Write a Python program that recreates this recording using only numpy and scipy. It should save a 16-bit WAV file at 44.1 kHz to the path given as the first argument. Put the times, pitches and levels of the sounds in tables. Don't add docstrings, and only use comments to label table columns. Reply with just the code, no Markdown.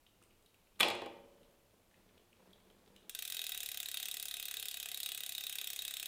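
import sys
import numpy as np
from scipy import signal
from scipy.fft import rfft, irfft
from scipy.io import wavfile
from scipy.ndimage import uniform_filter1d

SR = 44100
rng = np.random.default_rng(int(sys.argv[2]) if len(sys.argv) > 2 else 0)


def transcribe(u):
    v = np.clip(np.atleast_2d(u).T, -1, 1)
    q = np.round(v * 32767).astype(np.int16)
    wavfile.write(sys.argv[1], SR, q)


def elevation(decibels):
    levels = np.asarray(decibels, float)
    return 10 ** (levels / 20)


N = 267687

# [hz, relative_db]
HUSH_SPECTRUM = [(12, -20), (20, 6.5), (70, -5.5), (100, -2), (135, -8), (300, -9), (465, -10.5),
                 (600, -11), (1080, -15), (1840, -20), (2660, -18), (5210, -23), (14700, -23), (16500, -33)]
# [hz, t60_s]
ROOM_DECAY = [(150, 1), (500, 0.68), (1800, 0.66), (4500, 0.48), (9000, 0.4), (14000, 0.1)]
# [delay_s, gain_db]
REFLECTIONS = [(0.015, -25.5)]
# [time_s, level_db]
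HAND_EFFORT = [(0.0, -92), (0.2, -84), (0.228, -68), (0.256, -77), (0.35, -77.5), (0.72, -80), (0.78, -71),
               (1.45, -71), (1.8, -75.5), (2.16, -69), (2.3, -75), (2.45, -66.5), (2.6, -69.5),
               (3.0, -67.5), (3.12, -73), (3.25, -92)]
# [mode_hz, width_hz, relative_db]
STAND_MODES = [(99.2, 18, -8), (193.4, 14, -2.5), (240, 48, 0), (340.6, 45, 2.5), (421, 57, 3.5),
               (493.5, 36, -8.5), (586, 26, -21.5), (826, 38, -12.5), (888, 89, -15.5)]
# [start_s, level_db, centre_hz, treble_relative_db]
TICK_EVENTS = [(0.0643, -51.5, 3050, -12), (0.2174, -54, 1200, -8), (0.2239, -58, 2690, 12),
               (0.2355, -59, 2170, 14), (0.307, -55.5, 2550, -9), (0.424, -66, 3500, 15),
               (0.4597, -54.5, 3470, 7), (0.542, -54.5, 2640, 4), (0.6689, -58, 2560, -4),
               (0.757, -60, 3400, -6), (1.43, -56, 3000, 0), (1.91, -58, 2200, -4),
               (1.94, -52.5, 2600, -5.5), (2.0886, -52.5, 2600, -8), (2.1765, -50.5, 3100, -6.5),
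               (2.3268, -54.5, 2590, -1.5), (2.5287, -53.5, 3290, 4), (2.6, -57, 2900, -3),
               (2.7002, -55, 3000, -7), (2.8806, -60.5, 3500, 8), (2.9609, -48.5, 3160, 8),
               (3.0279, -58, 3600, -6)]
# [mode_hz, relative_db, t60_s]
PEDAL_MODES = [(1202, -10.5, 0.03), (1292, -18, 0.031), (1514, -9.5, 0.024), (1800, -9.5, 0.014),
               (1920, -14, 0.064), (2080, -9, .025), (2340, -6, .03), (2530, -7, .035), (2800, -6, .02),
               (3040, -13, .12), (3260, -6, .025), (3371, -6, .045), (3480, -4.5, 0.037),
               (3790, -5.5, 0.017), (4020, -9, 0.011), (4200, -12, 0.038), (5250, -19, .03)]
# [mode_hz, relative_db, t60_s]
FRAME_MODES = [(101.5, -21.5, 0.52), (191.4, -25.5, 0.59), (252.5, -13.5, 0.33), (324, -9.5, 0.15),
               (357.3, -3, .22), (425.5, -5, 0.1314), (506, 0.5, 0.11), (561.4, -6.5, 0.06),
               (606, -3, 0.0754), (689, 1.5, 0.047), (805.4, -2.5, 0.2), (907, -2.5, 0.21), (1045, -4, .08)]
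# [mode_hz, relative_db, t60_s]
RIM_MODES = [(356, -40, .7), (460, -34, 1.3), (556, -37, 1.5), (580, -41, 1.5), (3050, -49, 1.4),
             (4200, -48, .6)]
# [start_s, level_db, thud_relative_db, crack_relative_db]
LATCH_BLOWS = [(0.793, -38, -15, -11.5), (0.799, -23.5, -31.5, -7), (0.805, -12, -30.5, -17.5),
               (0.808, -12, -25, -14), (0.817, -27.5, -12, -26), (0.83, -10.5, -19.5, -25),
               (0.846, -21, -16, -32.5), (0.883, -22, -12, -14.5), (0.901, -24.5, -11, -17.5),
               (0.91, -26, -23, -35.5), (0.95, -33, -27, -16), (1.018, -34.5, -1.5, -24),
               (1.06, -38, -1.5, -16.5), (1.119, -63, 0, -27)]
# [hz, gain_db]
LATCH_CRACK = [(1000, -36), (3000, 3.5), (4500, -5.5), (5900, -13), (7500, -1.5), (10000, 0), (12000, -2),
               (14500, -4.5), (17000, -27)]
# [hz, gain_db]
LOOSE_RATTLE = [(88, -55), (150, -22), (348, -2), (406, -27), (524, -12), (624, -4), (905, -4),
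                (1290, -18.5), (2700, -12), (4950, -17), (5790, -27), (7770, -27), (16000, -62)]
# [mode_hz, width_hz, relative_db]
WHEEL_MODES = [(416, 11, -40), (453, 11, -40), (700, 50, -26), (745, 50, -28), (1260, 90, -25),
               (1570, 110, -17), (1970, 130, -14), (2540, 110, -8), (2720, 200, -9), (3000, 250, -11),
               (3300, 170, -7), (3520, 150, -5), (3785, 120, 0), (4150, 250, -10), (5330, 70, -18),
               (6500, 120, -15), (7100, 150, -15), (8020, 150, -13)]
# [hz, gain_db]
TOOTH_CRACK = [(700, -32), (1500, -16), (3500, 2.5), (4900, -5), (6500, -2.5), (8500, 0.5), (10500, -1.5),
               (11300, 0), (12200, 0.5), (13000, -3.5), (13900, 4), (14600, 2.5), (15500, 2), (16100, -35),
               (17000, -32.5)]
# [time_s, speed_teeth_per_s]
CASSETTE_SPEED = [(2.99, 35.9), (3.2, 6.99), (3.3, -9.13), (3.38, -6.73), (3.47, -2.94), (3.54, 0)]
SHELL_DB_BY_TOOTH = [-40, -43, -39.5, -39.5, -42, -40.5, -46, -38.5, -37.5, -43, -40, -38, -44, -37, -51.5,
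                     -38, -39.5, -41, -37, -47.5, -40.5, -43, -37, -41, -35.5, -37.5, -44.5, -39.5, -39,
                     -36.5, -38.5, -38, -39.5, -36, -37, -41]
RIM_DB_BY_TOOTH = [-41.5, -39.5, -37.5, -39.5, -40.5, -39.5, -47.5, -40.5, -37, -40, -38.5, -42, -40.5,
                   -41.5, -37.5, -37, -38.5, -49.5, -40, -37.5, -44, -39, -41.5, -39, -39.5, -40.5, -36.5,
                   -41.5, -39.5, -42, -39, -42, -40, -39.5, -38.5, -39]

HUSH_RMS_DB = -71.5
RUSTLE_REL_DB, LINKS_PER_S = -14.5, 25
SHELL_LOW_HZ, SHELL_HIGH_HZ = 2900, 4500
TEETH_PER_TURN = 36
COAST_S, COAST_TOOTH = 3.5758, 17
COAST_TEETH_PER_S, DRAG_TEETH_PER_S2 = 35.6015, .7557
HEAVY_SPOT_TEETH, HEAVY_SPOT_RAD = .0195, .55
CRACK_DB, CRACK_SCATTER_DB, JITTER_S = -28.5, 1.0, .0003
FULL_DROP_TEETH_PER_S = 19.6


def read(points, hz):
    f, value = np.transpose(points)
    return np.interp(np.log(hz + 1), np.log(f + 1), value)


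def evened(x):
    return x / np.sqrt(np.mean(x ** 2) + 1e-20)


def coloured(x, points):
    hz = np.linspace(0, SR / 2, 513)
    gain = elevation(read(points, hz)) * (hz < SR / 2)
    return signal.oaconvolve(x, signal.firwin2(513, hz, gain, fs=SR), "same")


def ring(x, hz, width_hz):
    radius = np.exp(-np.pi * width_hz / SR)
    step_rad = 2 * np.pi * hz / SR
    return signal.lfilter([.5, 0, -.5], [1, -2 * radius * np.cos(step_rad), radius ** 2], x)


def widths(modes):
    return [(hz, np.log(1000) / np.pi / t60_s, db) for hz, db, t60_s in modes]


def bursts(times_s, db, rise_s):
    length = 1024
    u = np.arange(length) / SR / rise_s
    rows = rng.standard_normal((len(times_s), length)) * u ** 2 * np.exp(-u)
    rows *= elevation(np.array(db))[:, None] / np.linalg.norm(rows, axis=1, keepdims=True)
    starts = np.round(np.array(times_s) * SR).astype(int)
    out = np.zeros(N + length)
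    np.add.at(out, starts[:, None] + np.arange(length), rows)
    return out[:N]


def struck(times_s, db, modes, spread_s, uneven_db):
    delay_s = rng.random((len(times_s), len(modes))) * spread_s
    size = elevation(db[:, None] + uneven_db * rng.standard_normal(delay_s.shape))
    out = np.zeros(N)
    for k, (hz, width_hz, mode_db) in enumerate(modes):
        at = np.round((times_s + delay_s[:, k]) * SR).astype(int)
        blows = np.bincount(at, size[:, k], minlength=N)[:N]
        out += elevation(mode_db) * ring(blows, hz, width_hz)
    return out


def workshop(x, wet_db):
    out = x.copy()
    for delay_s, gain_db in REFLECTIONS:
        delay = round(delay_s * SR)
        out[delay:] += elevation(gain_db) * x[:-delay]
    hz, t, z = signal.stft(rng.standard_normal((2, SR)), SR, nperseg=256)
    decay = elevation(-60 * t / read(ROOM_DECAY, hz)[:, None])
    tails = signal.istft(z * decay, SR, nperseg=256)[1]
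    tails *= 1 - np.exp(-np.arange(tails.shape[1]) / SR / 0.002)
    blend_rad = 2 * np.pi * 5.3 * np.arange(N) / SR
    fed = x * np.array([np.cos(blend_rad), np.sin(blend_rad)])
    wet = signal.fftconvolve(fed, tails / np.linalg.norm(tails[0]), axes=1)[:, :N].sum(0)
    return out + elevation(wet_db) * wet


def hush():
    hz = np.fft.rfftfreq(N, 1 / SR)
    spectrum = rfft(rng.standard_normal(N)) * elevation(read(HUSH_SPECTRUM, hz))
    return elevation(HUSH_RMS_DB) * evened(irfft(spectrum, N))


def drivetrain():
    swell = uniform_filter1d(rng.standard_normal((2, N)), 400, axis=1) * 20
    grain = rng.standard_normal((2, N)) * elevation(3.25 * swell)
    link_db = 25.0 + 4.0 * np.minimum(rng.exponential(1, N), 3)
    links = elevation(link_db) * (rng.random(N) < LINKS_PER_S / SR)
    shake = evened(sum(elevation(db) * ring(grain[0], hz, width_hz) for hz, width_hz, db in STAND_MODES))
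    rub = grain[1] + links
    rustle = evened(sum(elevation(db) * ring(rub, hz, width_hz=150) for hz, db, _ in PEDAL_MODES if hz > 1800))
    effort = elevation(np.interp(np.arange(N) / SR, *np.transpose(HAND_EFFORT)))
    return effort * (shake + elevation(RUSTLE_REL_DB) * rustle)


def ticks():
    s, db, centre_hz, treble_db = np.transpose(TICK_EVENTS)
    rung = np.zeros(N)
    for hz, *_ in PEDAL_MODES:
        near_db = db - 26.0 * abs(np.log2(hz / centre_hz))
        rung += struck(s, near_db, [(hz, 150, 0)], spread_s=.005, uneven_db=3.5)
    treble = ring(bursts(s, db + treble_db, rise_s=0.00098), hz=8500, width_hz=6100)
    return elevation(-10.5) * rung + treble


def rim():
    s, level_db, *_ = max(LATCH_BLOWS, key=lambda row: row[1])
    return struck(np.array([s]), np.array([level_db]), widths(RIM_MODES), spread_s=.01, uneven_db=1.5)


def latch():
    s, level_db, thud_db, crack_db = np.transpose(LATCH_BLOWS)
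    pedal = struck(s, level_db, widths(PEDAL_MODES), spread_s=.0016, uneven_db=3.5)
    frame = struck(s, level_db + thud_db, widths(FRAME_MODES), spread_s=0.00624, uneven_db=2.5)
    crack = coloured(bursts(s, level_db + crack_db, rise_s=0.00099), LATCH_CRACK)
    blow_energy = np.bincount(np.round(s * SR).astype(int), elevation(2 * level_db), minlength=N)
    energy_keep = elevation(-2 * 60 / 0.35 / SR)
    shaking = np.sqrt(signal.lfilter([1], [1, -energy_keep], blow_energy))
    clumps = elevation(4 * evened(uniform_filter1d(rng.standard_normal(N), 150)))
    rattle = shaking * evened(coloured(clumps * rng.standard_normal(N), LOOSE_RATTLE))
    return elevation(-12.0) * pedal + elevation(-8.5) * frame + elevation(20.5) * crack + elevation(-26.5) * rattle


def teeth():
    t = np.arange(CASSETTE_SPEED[0][0], N / SR - .01, 1e-4)
    since = t - COAST_S
    wheel = COAST_TOOTH + COAST_TEETH_PER_S * since - DRAG_TEETH_PER_S2 * since ** 2 / 2
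    turn_rad = 2 * np.pi * (wheel - COAST_TOOTH) / TEETH_PER_TURN
    wheel += HEAVY_SPOT_TEETH * np.cos(turn_rad + HEAVY_SPOT_RAD)
    cassette_speed = np.interp(t, *np.transpose(CASSETTE_SPEED))
    still_to_turn = np.cumsum(cassette_speed[::-1])[::-1] * (t[1] - t[0])
    gained = wheel + still_to_turn
    drops = np.flatnonzero(np.diff(np.floor(gained)) > 0)
    angle = np.round(wheel[drops]).astype(int) % TEETH_PER_TURN
    return t[drops], angle, np.gradient(gained, t)[drops]


def ratchet():
    s, angle, speed = teeth()
    chance = rng.standard_normal((len(s), 2))
    s = s + JITTER_S * chance[:, 0]
    soft_db = 20 * np.log10(np.minimum(speed / FULL_DROP_TEETH_PER_S, 1))
    crack_db = CRACK_DB + soft_db + CRACK_SCATTER_DB * chance[:, 1]
    shell_modes = [m for m in WHEEL_MODES if SHELL_LOW_HZ < m[0] < SHELL_HIGH_HZ]
    rim_modes = [m for m in WHEEL_MODES if m not in shell_modes]
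    rim_db = np.take(RIM_DB_BY_TOOTH, angle) + soft_db
    shell_db = np.take(SHELL_DB_BY_TOOTH, angle) + soft_db
    ringing = struck(s, rim_db, rim_modes, spread_s=.003, uneven_db=2.5)
    ringing += struck(s, shell_db, shell_modes, spread_s=.002, uneven_db=3.5)
    patter = bursts(s, crack_db, rise_s=0.00039)
    patter += bursts(s + 0.0008, crack_db - 3, rise_s=0.0014)
    crack = coloured(patter, TOOTH_CRACK)
    return workshop(elevation(2.0) * ringing, wet_db=-6.5) + workshop(elevation(13.0) * crack, wet_db=-8.0)


def scene():
    background = hush() + drivetrain()
    contacts = workshop(ticks(), wet_db=-5.5)
    snap = rim() + workshop(latch(), wet_db=-9)
    return (background + contacts + snap + ratchet())[None]


def low_pass(x):
    return signal.sosfilt(signal.butter(12, 16650, fs=SR, output="sos"), x)


def record(dry):
    return low_pass(dry)


dry = scene()
out = record(dry)
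transcribe(out)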